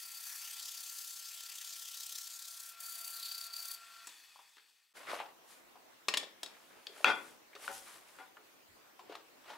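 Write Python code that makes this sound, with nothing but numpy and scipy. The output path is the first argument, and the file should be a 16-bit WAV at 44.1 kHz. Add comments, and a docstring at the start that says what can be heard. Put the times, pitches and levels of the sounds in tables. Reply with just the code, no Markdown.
"""Sandpaper rasps a wooden knob spinning on a small lathe, close by in a small workshop: coloured noise
swells once a turn as the high spot bites. Under it the lathe whirrs (noise with housing resonances) and
the motor whines (shaft orders). The motor is switched off and the sound is faded out. Then hands fit a
steel key, knock the work loose and screw the knob off: resonant bursts and struck modes, with sparse room
echoes, over still air, a thin whistle, cloth and short slides."""
import sys
import numpy as np
from scipy import signal
from scipy.io import wavfile
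from scipy.ndimage import uniform_filter1d

SR = 44100
rng = np.random.default_rng(int(sys.argv[2]) if len(sys.argv) > 2 else 0)


def store_wav(level_fs):
    """Save 16-bit WAV to argv[1]."""
    pcm = np.round(np.clip(np.atleast_2d(level_fs), -1, 1) * 32767)
    wavfile.write(sys.argv[1], SR, pcm.T.astype(np.int16))


N = 422037
T = np.arange(N) / SR  # s
QUIET_FROM_S = 4.935  # the quiet workshop fades in; from here on handling also rings bench and headstock


def amp(db):
    """Amplitude factor of a level in dB."""
    return 10 ** (np.asarray(db) / 20)


def evened(x):
    """Scales a signal to power 1."""
    return x / np.sqrt(np.mean(x ** 2) + 1e-20)


def read(points, hz):
    """Value of a (Hz, value) table on a log axis."""
    f, value = np.transpose(points)
    return np.interp(np.log(hz + 1), np.log(f + 1), value)


def columns(rows):
    """Each column of a curve table at every sample."""
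    s, *cols = np.transpose(rows)
    return [np.interp(T, s, c) for c in cols]


def held(start, end, rise_db_per_s, fall_db_per_s):
    """Level in dB: 0 from start to end, sloping away before and after."""
    return np.minimum(0, np.minimum(rise_db_per_s * (T - start), fall_db_per_s * (end - T)))


def resonate(x, hz, width):
    """A resonance of gain 1 that follows the curve hz."""
    turn = np.exp(2j * np.pi * np.cumsum(hz * np.ones(x.shape[-1])) / SR)
    r = np.exp(-np.pi * width / SR)
    return 2 * (turn * signal.lfilter([1 - r], [1, -r], x / turn)).real


def resonate_twice(x, hz, width):
    """Two equal resonances in a row, for steeper skirts."""
    return resonate(resonate(x, hz, width), hz, width)


def flicker(ms, db):
    """Random gain of power 1 that changes within ms."""
    drift = evened(uniform_filter1d(rng.standard_normal(N), max(int(ms * SR / 1000), 1)))
    return evened(amp(db * drift))


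# Likeness of the two microphone channels near the lathe: pitch_hz, likeness (0 to 1)
LIKENESS = [(60, .3), (500, 0.95), (15000, 0.9)]
# Left-right balance, positive to the left: pitch_hz, level_db
LEAN = [(200, 0.2), (5000, 3.), (15000, 2.5)]


def noise(spectrum, patchy_db, alike, modes=()):
    """Stereo noise with colour and drifting patches; alike scales left-right likeness and lean."""
    frames, hz = N // 256 + 5, np.fft.rfftfreq(1024, 1 / SR)
    a, b, c, d, patches = rng.standard_normal((frames, 513, 5)).T
    patches = evened(uniform_filter1d(uniform_filter1d(patches, size=14, axis=0), size=10, axis=1))
    same = np.clip(alike * read(LIKENESS, hz), -1, 1)[:, None]
    left = a + 1j * b
    right = same * left + np.sqrt(1 - same ** 2) * (c + 1j * d)
    peaks = sum(amp(db) ** 2 / (1 + (2 * (hz - f) / w) ** 2) for f, w, db in modes)
    colour = amp(read(spectrum, hz)) * np.sqrt(1 + peaks)
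    lean = amp(np.outer([.5, -.5], alike * read(LEAN, hz)))
    z = np.array([left, right]) * (lean * colour)[:, :, None] * amp(patchy_db * patches)
    return evened(signal.istft(z, nperseg=1024, noverlap=768)[1][:, :N])


def add(mix, s, db, pan_db, sound):
    """Places a sound at s, scaled to its peak; positive pan leans left."""
    part = mix[:, round(s * SR):][:, :len(sound)]
    gain = amp(db + np.array([[.5], [-.5]]) * pan_db)
    part += (gain * sound / abs(sound).max())[:, :part.shape[1]]


def rung(modes, drive, sharp_db):
    """A drive rings a set of modes, tilted by sharp_db an octave about 2500 Hz."""
    t = T[:len(drive)]
    ring = 0
    for hz, db, t60 in modes:
        level_db = db + sharp_db * np.log2(hz / 2500) - 60 * t / t60
        ring = ring + amp(level_db) * np.sin(2 * np.pi * hz * t)
    return signal.fftconvolve(drive, ring)[:len(t)]


# Colour of the still air: pitch_hz, level_db per Hz
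HUSH = [(40, -23.5), (150, -16), (280, -4.5), (600, -5.5), (2500, -11), (13000, -23), (16000, -18.5)]
HUSH_DB, WHISTLE_HZ, WHISTLE_DB = -62, 14610, -75  # a thin electric whistle
# Colour of hands shuffling on wood and iron: pitch_hz, level_db per Hz
SHUFFLE = [(60, -56), (200, -14), (500, 0), (1100, 3.5), (2500, -2), (5000, -11), (9000, -30)]
# Colour of rustling cloth: pitch_hz, level_db per Hz
RUSTLE = [(1500, -24.5), (3000, -6.5), (5000, -8), (10400, -6), (16000, -20)]
# Movements of hands and sleeves: start_s (at full level), hold_s, shuffle_db, rustle_db
MOVES = [(4.974, 0.016, -54, -60), (5.105, 0.049, -45.5, -55.5), (5.507, 0.02, -63, -60.5),
         (6.5, 0.52, -66, -72), (6.984, 0.31, -61, -62), (7.637, 0.029, -53.5, -52.5),
         (7.738, 0.031, -65, -52.5), (7.874, 0.085, -59, -59.5), (8.086, 0.14, -68, -68.5),
         (9.12, 0.0075, -53.5, -85), (9.483, 0.053, -53, -69.5)]
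RISE_DB_PER_S, FALL_DB_PER_S = 264, 145.5


def workshop():
    """Still air and rubbing hands and sleeves are coloured noise; the whistle is a steady sine."""
    shuffle = rustle = 0
    for s, hold, shuffle_db, rustle_db in MOVES:
        move_db = held(s, s + hold, RISE_DB_PER_S, FALL_DB_PER_S)
        shuffle = shuffle + amp(move_db + shuffle_db)
        rustle = rustle + amp(move_db + rustle_db)
    hands = shuffle * noise(SHUFFLE, patchy_db=1.5, alike=.85) * flicker(ms=6., db=2.5)
    cloth = rustle * noise(RUSTLE, patchy_db=.8, alike=.7) * flicker(ms=4., db=1.2)
    still = amp(HUSH_DB) * noise(HUSH, patchy_db=2.0, alike=0.0205)
    whistle = amp(WHISTLE_DB) * np.sin(2 * np.pi * WHISTLE_HZ * T)
    fade_in = np.clip((T - QUIET_FROM_S) / 0.028, 0, 1)
    return fade_in * (hands + cloth + still + whistle)


# Low thuds under the handling: start_s, level_db (peak)
THUDS = [(7.069, -66), (7.699, -69), (8.683, -69)]
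THUD_HZ, THUD_T60_S = 79.6, 0.48


def thuds():
    """Soft low bumps through the bench: noise in a low resonance, rising softly and dying away."""
    out, t = np.zeros((2, N)), T[:12000]
    for s, db in THUDS:
        bump = resonate_twice(rng.standard_normal(len(t)), THUD_HZ, 80)
        add(out, s, db, .3, bump * np.minimum(t / 0.014, 1) * amp(-60 * t / THUD_T60_S))
    return out


# Something is slid along the bench: start_s, end_s, level_db, start_pitch_hz, end_pitch_hz
SLIDES = [(5.072, 5.134, -45.5, 2040, 1120), (5.19, 5.208, -47, 2760, 2430)]


def slides():
    """Short scrapes: rubbing noise in a resonance that glides while they last."""
    grit = noise(SHUFFLE, patchy_db=0.0, alike=0.75) * flicker(ms=1.8, db=1.5)
    out = 0
    for start, end, db, start_hz, end_hz in SLIDES:
        glide_hz = np.interp(T, [start, end], [start_hz, end_hz])
        level = amp(db + held(start, end, 1500, 480))
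        out = out + level * evened(resonate(grit, glide_hz, 990))
    return out


BENCH_HZ, BENCH_DB, BENCH_T60_S = 388, -10.5, 0.188  # each kind of hit takes its own share of this level


def boom():
    """A short low resonance of the bench, swelling in and dying away."""
    t = T[:5000]
    body = evened(resonate_twice(rng.standard_normal(len(t)), BENCH_HZ, 260))
    return body * amp(BENCH_DB - 60 * t / BENCH_T60_S) * np.minimum(t / 0.039, 1)


# Modes of the headstock: pitch_hz, level_db, t60_s
HEADSTOCK = [(560, -16, .08), (772, -6, .12), (890, -5, .15), (1005, -6, .15), (1172, -6, .12),
             (1254, 0, .1), (1440, 2, .1), (1505, -3, .13), (2090, -7, .05), (2420, -4, .06),
             (2552, -8, .13), (3235, -7, .12), (3390, -5, .14), (4550, -11, .015)]
# Dull knocks of handling: start_s, level_db (peak), body_pitch_hz, treble_db (over the body), t60_s
KNOCKS = [(4.076, -52, 820, -8, 0.12), (4.356, -48, 1000, -24, 0.06), (4.39, -50.5, 980, -24, 0.06),
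          (4.581, -49, 1500, -1, 0.033), (4.596, -52, 1400, -4, 0.024), (5.132, -30.5, 600, -16, 0.058),
          (5.201, -28.5, 890, -12, 0.21), (5.755, -48, 830, -15, 0.073), (6.229, -38, 520, -3, 0.1),
          (7.004, -42, 495, -22, 0.021), (7.53, -48.5, 1830, -21, 0.075), (7.551, -40.5, 480, 3, 0.074),
          (7.562, -42.5, 1360, -18, 0.044), (8.368, -45, 1390, -18, 0.05), (8.992, -42.5, 850, -9, 0.094),
          (9.095, -38, 400, -16, 0.09), (9.121, -41, 670, -2.5, 0.14), (9.152, -35.5, 1130, 2.5, 0.032),
          (9.501, -37, 850, -5, 0.23)]


def knocks():
    """Noise rings a broad body and some treble; later knocks also shake bench and headstock."""
    out, t = np.zeros((2, N)), T[:5000]
    for s, db, hz, treble_db, t60 in KNOCKS:
        grit = rng.standard_normal((2, len(t)))
        grit[0, 40] = 900 * amp(db)  # harder knocks start with one firm push
        fall = amp(-60 * t / t60) + 0.64 * amp(-60 * t / 0.024)
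        fall *= np.minimum(t / 0.0016, 1)
        body = evened(resonate_twice(grit[0], hz, 0.5 * hz))
        treble = amp(treble_db) * evened(resonate_twice(grit[1], 2900, 3000))
        knock = fall * (body + treble)
        if s > QUIET_FROM_S:
            knock = knock + boom() + 0.035 * evened(rung(HEADSTOCK, fall * body, -2))
        add(out, s, db, 2.5, knock)
    return out


# Short-lived modes of small steel parts: pitch_hz
KEY_HZ = [1120, 1810, 2600, 3400, 3800, 4300, 5300, 6800, 7850, 9320]
# Sharp clicks of the switch, then of the steel key:
# start_s, level_db (peak), centre_hz, spread_hz, t60_s, loudest_mode_hz
CLINKS = [(4.071, -35, 6500, 3600, 0.04, 7400), (4.091, -44, 4500, 3000, 0.05, 3800),
          (4.569, -46, 2800, 2500, 0.032, 1810), (6.084, -16, 2920, 2630, 0.041, 2570),
          (6.139, -17.5, 2500, 2100, 0.036, 2930), (6.172, -18, 3820, 1820, 0.04, 3400),
          (6.174, -23.5, 7500, 3920, 0.031, 9000), (6.234, -37, 3600, 1500, 0.06, 3800),
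          (6.432, -25, 4430, 3500, 0.037, 3430), (6.461, -34, 3000, 3080, 0.03, 3900),
          (6.869, -30, 3650, 803, 0.016, 3340), (9.154, -44, 3890, 2500, 0.04, 3400)]


def clinks():
    """A brief clatter rings the steel modes, one hardest, within a broad band."""
    out, t = np.zeros((2, N)), T[:5000]
    for s, db, hz, spread_hz, t60, ring_hz in CLINKS:
        clatter = rng.standard_normal(len(t)) * amp(-60 * t / t60) * np.minimum(t / 0.00016, 1)
        clatter[5] = 3.5  # one firm tick at the start
        steel = .6 * clatter + 1.3 * sum(resonate(clatter, f, 200) for f in KEY_HZ)
        steel += 2.2 * resonate(clatter, ring_hz, 300)
        clink = resonate_twice(steel, hz, 2.54 * spread_hz)
        clink += 0.12 * np.gradient(clatter) * amp(-60 * t / .01)  # bright edge
        if s > QUIET_FROM_S:
            clink += 0.24 * boom()
        add(out, s, db, 3.5, clink)
    return out


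# Modes of the first contact: pitch_hz, level_db, t60_s
CRACK = [(1446, 3, 0.022), (2570, 6, 0.0082), (3680, -8, 0.0054), (5430, -17, 0.005)]
# Blows that free the work: start_s, level_db (peak), shudder_db (over the crack), shudder_s (before it dies),
# sharpness_db (an octave)
BLOWS = [(7.045, -7, -23, 0.057, 3), (7.679, -24.5, -25, 0.024, -16), (8.187, -42.5, -12.5, 0.021, -9.5)]


def blows():
    """A hard contact rings a crack, then the rattling loose parts ring the headstock."""
    out, t = np.zeros((2, N)), T[:16000]
    for s, db, shudder_db, shudder_s, sharp_db in BLOWS:
        grit = rng.standard_normal((2, len(t)))
        grit[0, 0] = 9  # one hard first contact
        crack = rung(CRACK, grit[0] * amp(-60 * t / 0.013), sharp_db)
        crack = signal.lfilter(*signal.butter(2, 700, "high", fs=SR), crack)
        shake = grit[1] * np.minimum(t / 0.0059, 1) * amp(-60 * np.maximum(t - shudder_s, 0) / 0.12)
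        ring = evened(rung(HEADSTOCK, shake, sharp_db))
        ring += 0.6 * evened(resonate_twice(shake, 1500, 1300))
        shudder = amp(shudder_db) * ring / np.std(ring[:3000])
        add(out, s, db, 4.5, crack / abs(crack).max() + shudder)
    return out


# Reverberation of the workshop: pitch_hz, t60_s
ROOM = [(150, 0.86), (500, 0.47), (1500, 0.39), (10000, 0.23)]


def room(x):
    """Sparse echoes of random sign, each band dying at its own speed."""
    taps = np.zeros((2, 30000))
    at = np.arange(200, 29980, 20) + rng.integers(0, 20, (2, 1489))
    np.put_along_axis(taps, at, rng.choice([-1., 1.], at.shape), 1)
    hz, t, z = signal.stft(taps, SR, nperseg=256)
    # close microphones share the echoes, mostly in the bass
    shared = .15 + .75 / (1 + (hz[:, None] / 700) ** 2)
    z = np.array([z[0], shared * z[0] + np.sqrt(1 - np.minimum(shared, 1) ** 2) * z[1]])
    tail = signal.istft(z * amp(-60 * t / read(ROOM, hz)[:, None]), SR, nperseg=256)[1]
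    return signal.fftconvolve(x, tail / np.linalg.norm(tail[0]), axes=1)[:, :N]


# Colour of the whirr: pitch_hz, level_db per Hz
WHIRR = [(30, -40), (200, -31), (550, -30.5), (800, -18), (2500, -12.5), (5000, -14), (9000, -18.5),
         (16000, -22.5)]
# Resonances of the lathe housing: pitch_hz, width_hz, level_db
HOUSING = [(450, 20, 12), (1830, 50, 8), (2530, 80, 7), (3440, 100, 7), (4500, 90, 10), (8000, 300, 5)]
# Other orders of the motor shaft: multiple (of the shaft speed), level_db (over the whine)
NEIGHBOURS = [(11, -17), (18, -17), (23, -16), (25, -12)]
SWITCH_S, FADE_END_S = 4.075, 4.93  # the motor is cut; the faded first part ends
# unscreened whirr, its step at the switch; the sound is faded out after the switch
RUN_DB, SWITCH_STEP_DB, FADE_DB_PER_S = -57, 1, 21
WHINE_HZ, WHINE_DB = 1366, -61  # multiple 22 of the motor shaft, unscreened
# for a time the hands screen the whirr; the whine is screened from the start until the same moment
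SHADE_DB, WHINE_SHADE_DB = -4, -6.5
SHADE_FROM_S, SHADE_UNTIL_S, SHADE_S = 0.85, 2.68, 0.33  # SHADE_S: length of each change


def lathe():
    """Whirr ringing in the housing, and the whine of the motor with its neighbour orders."""
    screened = np.clip((SHADE_UNTIL_S - T) / SHADE_S + .5, 0, 1)
    whirr_screened = screened * np.clip((T - SHADE_FROM_S) / SHADE_S + .5, 0, 1)
    fade_db = (T > SWITCH_S) * (SWITCH_STEP_DB - FADE_DB_PER_S * (T - SWITCH_S))
    level = (T < FADE_END_S) * amp(RUN_DB + SHADE_DB * whirr_screened + fade_db)
    whirr = level * noise(WHIRR, patchy_db=1.3, alike=.95, modes=HOUSING) * flicker(ms=6., db=.9)
    # the speed is never quite steady
    wander = .001 * evened(uniform_filter1d(uniform_filter1d(rng.standard_normal(N), 9000), 9000))
    shaft = 2 * np.pi * WHINE_HZ / 22 * np.cumsum(1 + wander) / SR
    orders = flicker(ms=9., db=3.) * np.sin(22 * shaft)
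    for k, db in NEIGHBOURS:
        orders += amp(db) * flicker(ms=80., db=3.) * np.sin(round(k) * shaft + k)
    powered = np.clip((SWITCH_S - T) / .005, 0, 1)
    whine = powered * np.sqrt(2) * amp(WHINE_DB + WHINE_SHADE_DB * screened) * orders
    return whirr + whine * amp([[1.2], [-1.2]])  # the whine leans left


# Sanding while the paper touches: start_s, scrape_db (before pressure), hiss_db, ring_db, rasp_db
# (these three over the scrape), rasp_pitch_hz (centre)
SAND = [(0, -57, 5, -3, -15, 2520), (.17, -57.5, 6.5, -5, -16, 2520), (.32, -53.5, 4, -22, -9.5, 1920),
        (.6, -53, 0.5, -9, -4, 3290), (1., -52, 1.5, -18, -13.5, 2860),
        (1.45, -54.5, -0.5, -12, -4.5, 2880), (2.1, -51.5, -0.5, -35, -6.5, 3570),
        (2.45, -54.5, 0, -23, -15, 3900), (2.7, -57, 4, -28, -33, 3815), (2.82, -57.5, 7.5, 0, -11, 3980),
        (3.1, -58.5, 9.5, 1, -5, 3500), (3.25, -58, 7, 4, 4, 4060), (3.42, -54.5, 2.5, 3.5, -5.5, 3900),
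        (3.8, -59.5, 10, 5.5, -7, 3900)]
# Colour of the scrape: pitch_hz, level_db per Hz
SCRAPE = [(2000, -27), (3200, -8.5), (4500, -0.5), (6300, -0.5), (9000, -6), (16000, -44)]
# Colour of the fine hiss: pitch_hz, level_db per Hz
HISS = [(4000, -23.5), (7000, -6.5), (11000, -3), (16000, -4.5)]
# Colour of the coarse rasp: pitch_hz, level_db per Hz
RASP = [(800, 4.5), (1700, -11), (3600, -5), (6000, -1.5)]
# Resonances of the wooden knob: pitch_hz, width_hz, level_db
KNOB = [(1770, 110, 13.5), (6350, 33, 10), (7430, 62, 5.5)]
# Paper held on the wood: start_s, end_s, start_place_turns, end_place_turns (round the work)
TOUCHES = [(-.1, 2.71, 0.0014, 0.), (2.811, 3.47, -0.32, 0.013), (3.543, 3.746, 0.16, 0.059)]
SPINDLE_HZ = 33.4  # turns of the work a second
LIFT_DB_PER_S = 508  # how fast the scrape comes and goes at each touch and lift


def sanding():
    """Grit tears the wood; once a turn the high spot of the knob presses harder on the paper."""
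    scrape_db, hiss_db, ring_db, rasp_db, rasp_hz = columns(SAND)
    gate = sum(amp(held(a, b, LIFT_DB_PER_S, LIFT_DB_PER_S)) for a, b, *_ in TOUCHES)
    touch = np.array(TOUCHES)
    place = np.interp(T, touch[:, :2].ravel(), touch[:, 2:].ravel())
    turns = SPINDLE_HZ * T - place
    spot = np.exp(1.4 * (np.cos(2 * np.pi * turns) - 1))
    # no two turns bite alike, nor in the same colour
    turn_index = (turns + 1.5).astype(int)
    uneven = 1 + .08 * rng.standard_normal(400)[turn_index]
    bite_hz = rasp_hz * (1 + .09 * rng.standard_normal(400))[turn_index]
    # the high spot bites a little deeper as the sanding goes on
    press = amp((5.5 + 0.41 * T) * (uneven * spot + 0.0172))
    press = press * flicker(ms=7, db=1.4) * flicker(ms=.15, db=1.0)
    scrape = noise(SCRAPE, patchy_db=2.4, alike=1., modes=KNOB)
    hiss = amp(hiss_db) * noise(HISS, patchy_db=.7, alike=0.95)
    knob_ring = evened(resonate_twice(scrape, 4590, 340))  # main mode of the knob
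    ring = amp(ring_db) * flicker(ms=30., db=1.3) * knob_ring
    coarse = noise(RASP, patchy_db=2.6, alike=1., modes=KNOB)
    rasp = amp(rasp_db) * evened(resonate_twice(coarse, bite_hz, 1400))
    grit = gate * amp(scrape_db) * press * (scrape + hiss + ring + rasp)
    # the fast flicker spreads noise downward; the rasping keeps little below 900 Hz
    return signal.sosfilt(signal.butter(4, 900, "high", fs=SR, output="sos"), grit)


def scene():
    """All sources in the workshop; the small microphone takes little bass from the hits."""
    hits = knocks() + clinks() + blows()
    struck = signal.sosfilt(signal.butter(4, 250, "high", fs=SR, output="sos"), hits)
    background = workshop() + thuds() + slides()
    return background + struck + amp(-8) * room(struck) + lathe() + sanding()


EDGE_HZ = 15800


def record(dry):
    """The band limit of the recorder: a steep low-pass."""
    lowpass = signal.firwin(511, EDGE_HZ, window=("kaiser", 9), fs=SR)
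    return signal.oaconvolve(dry, lowpass[None], "same")


dry = scene()
out = record(dry)
store_wav(out)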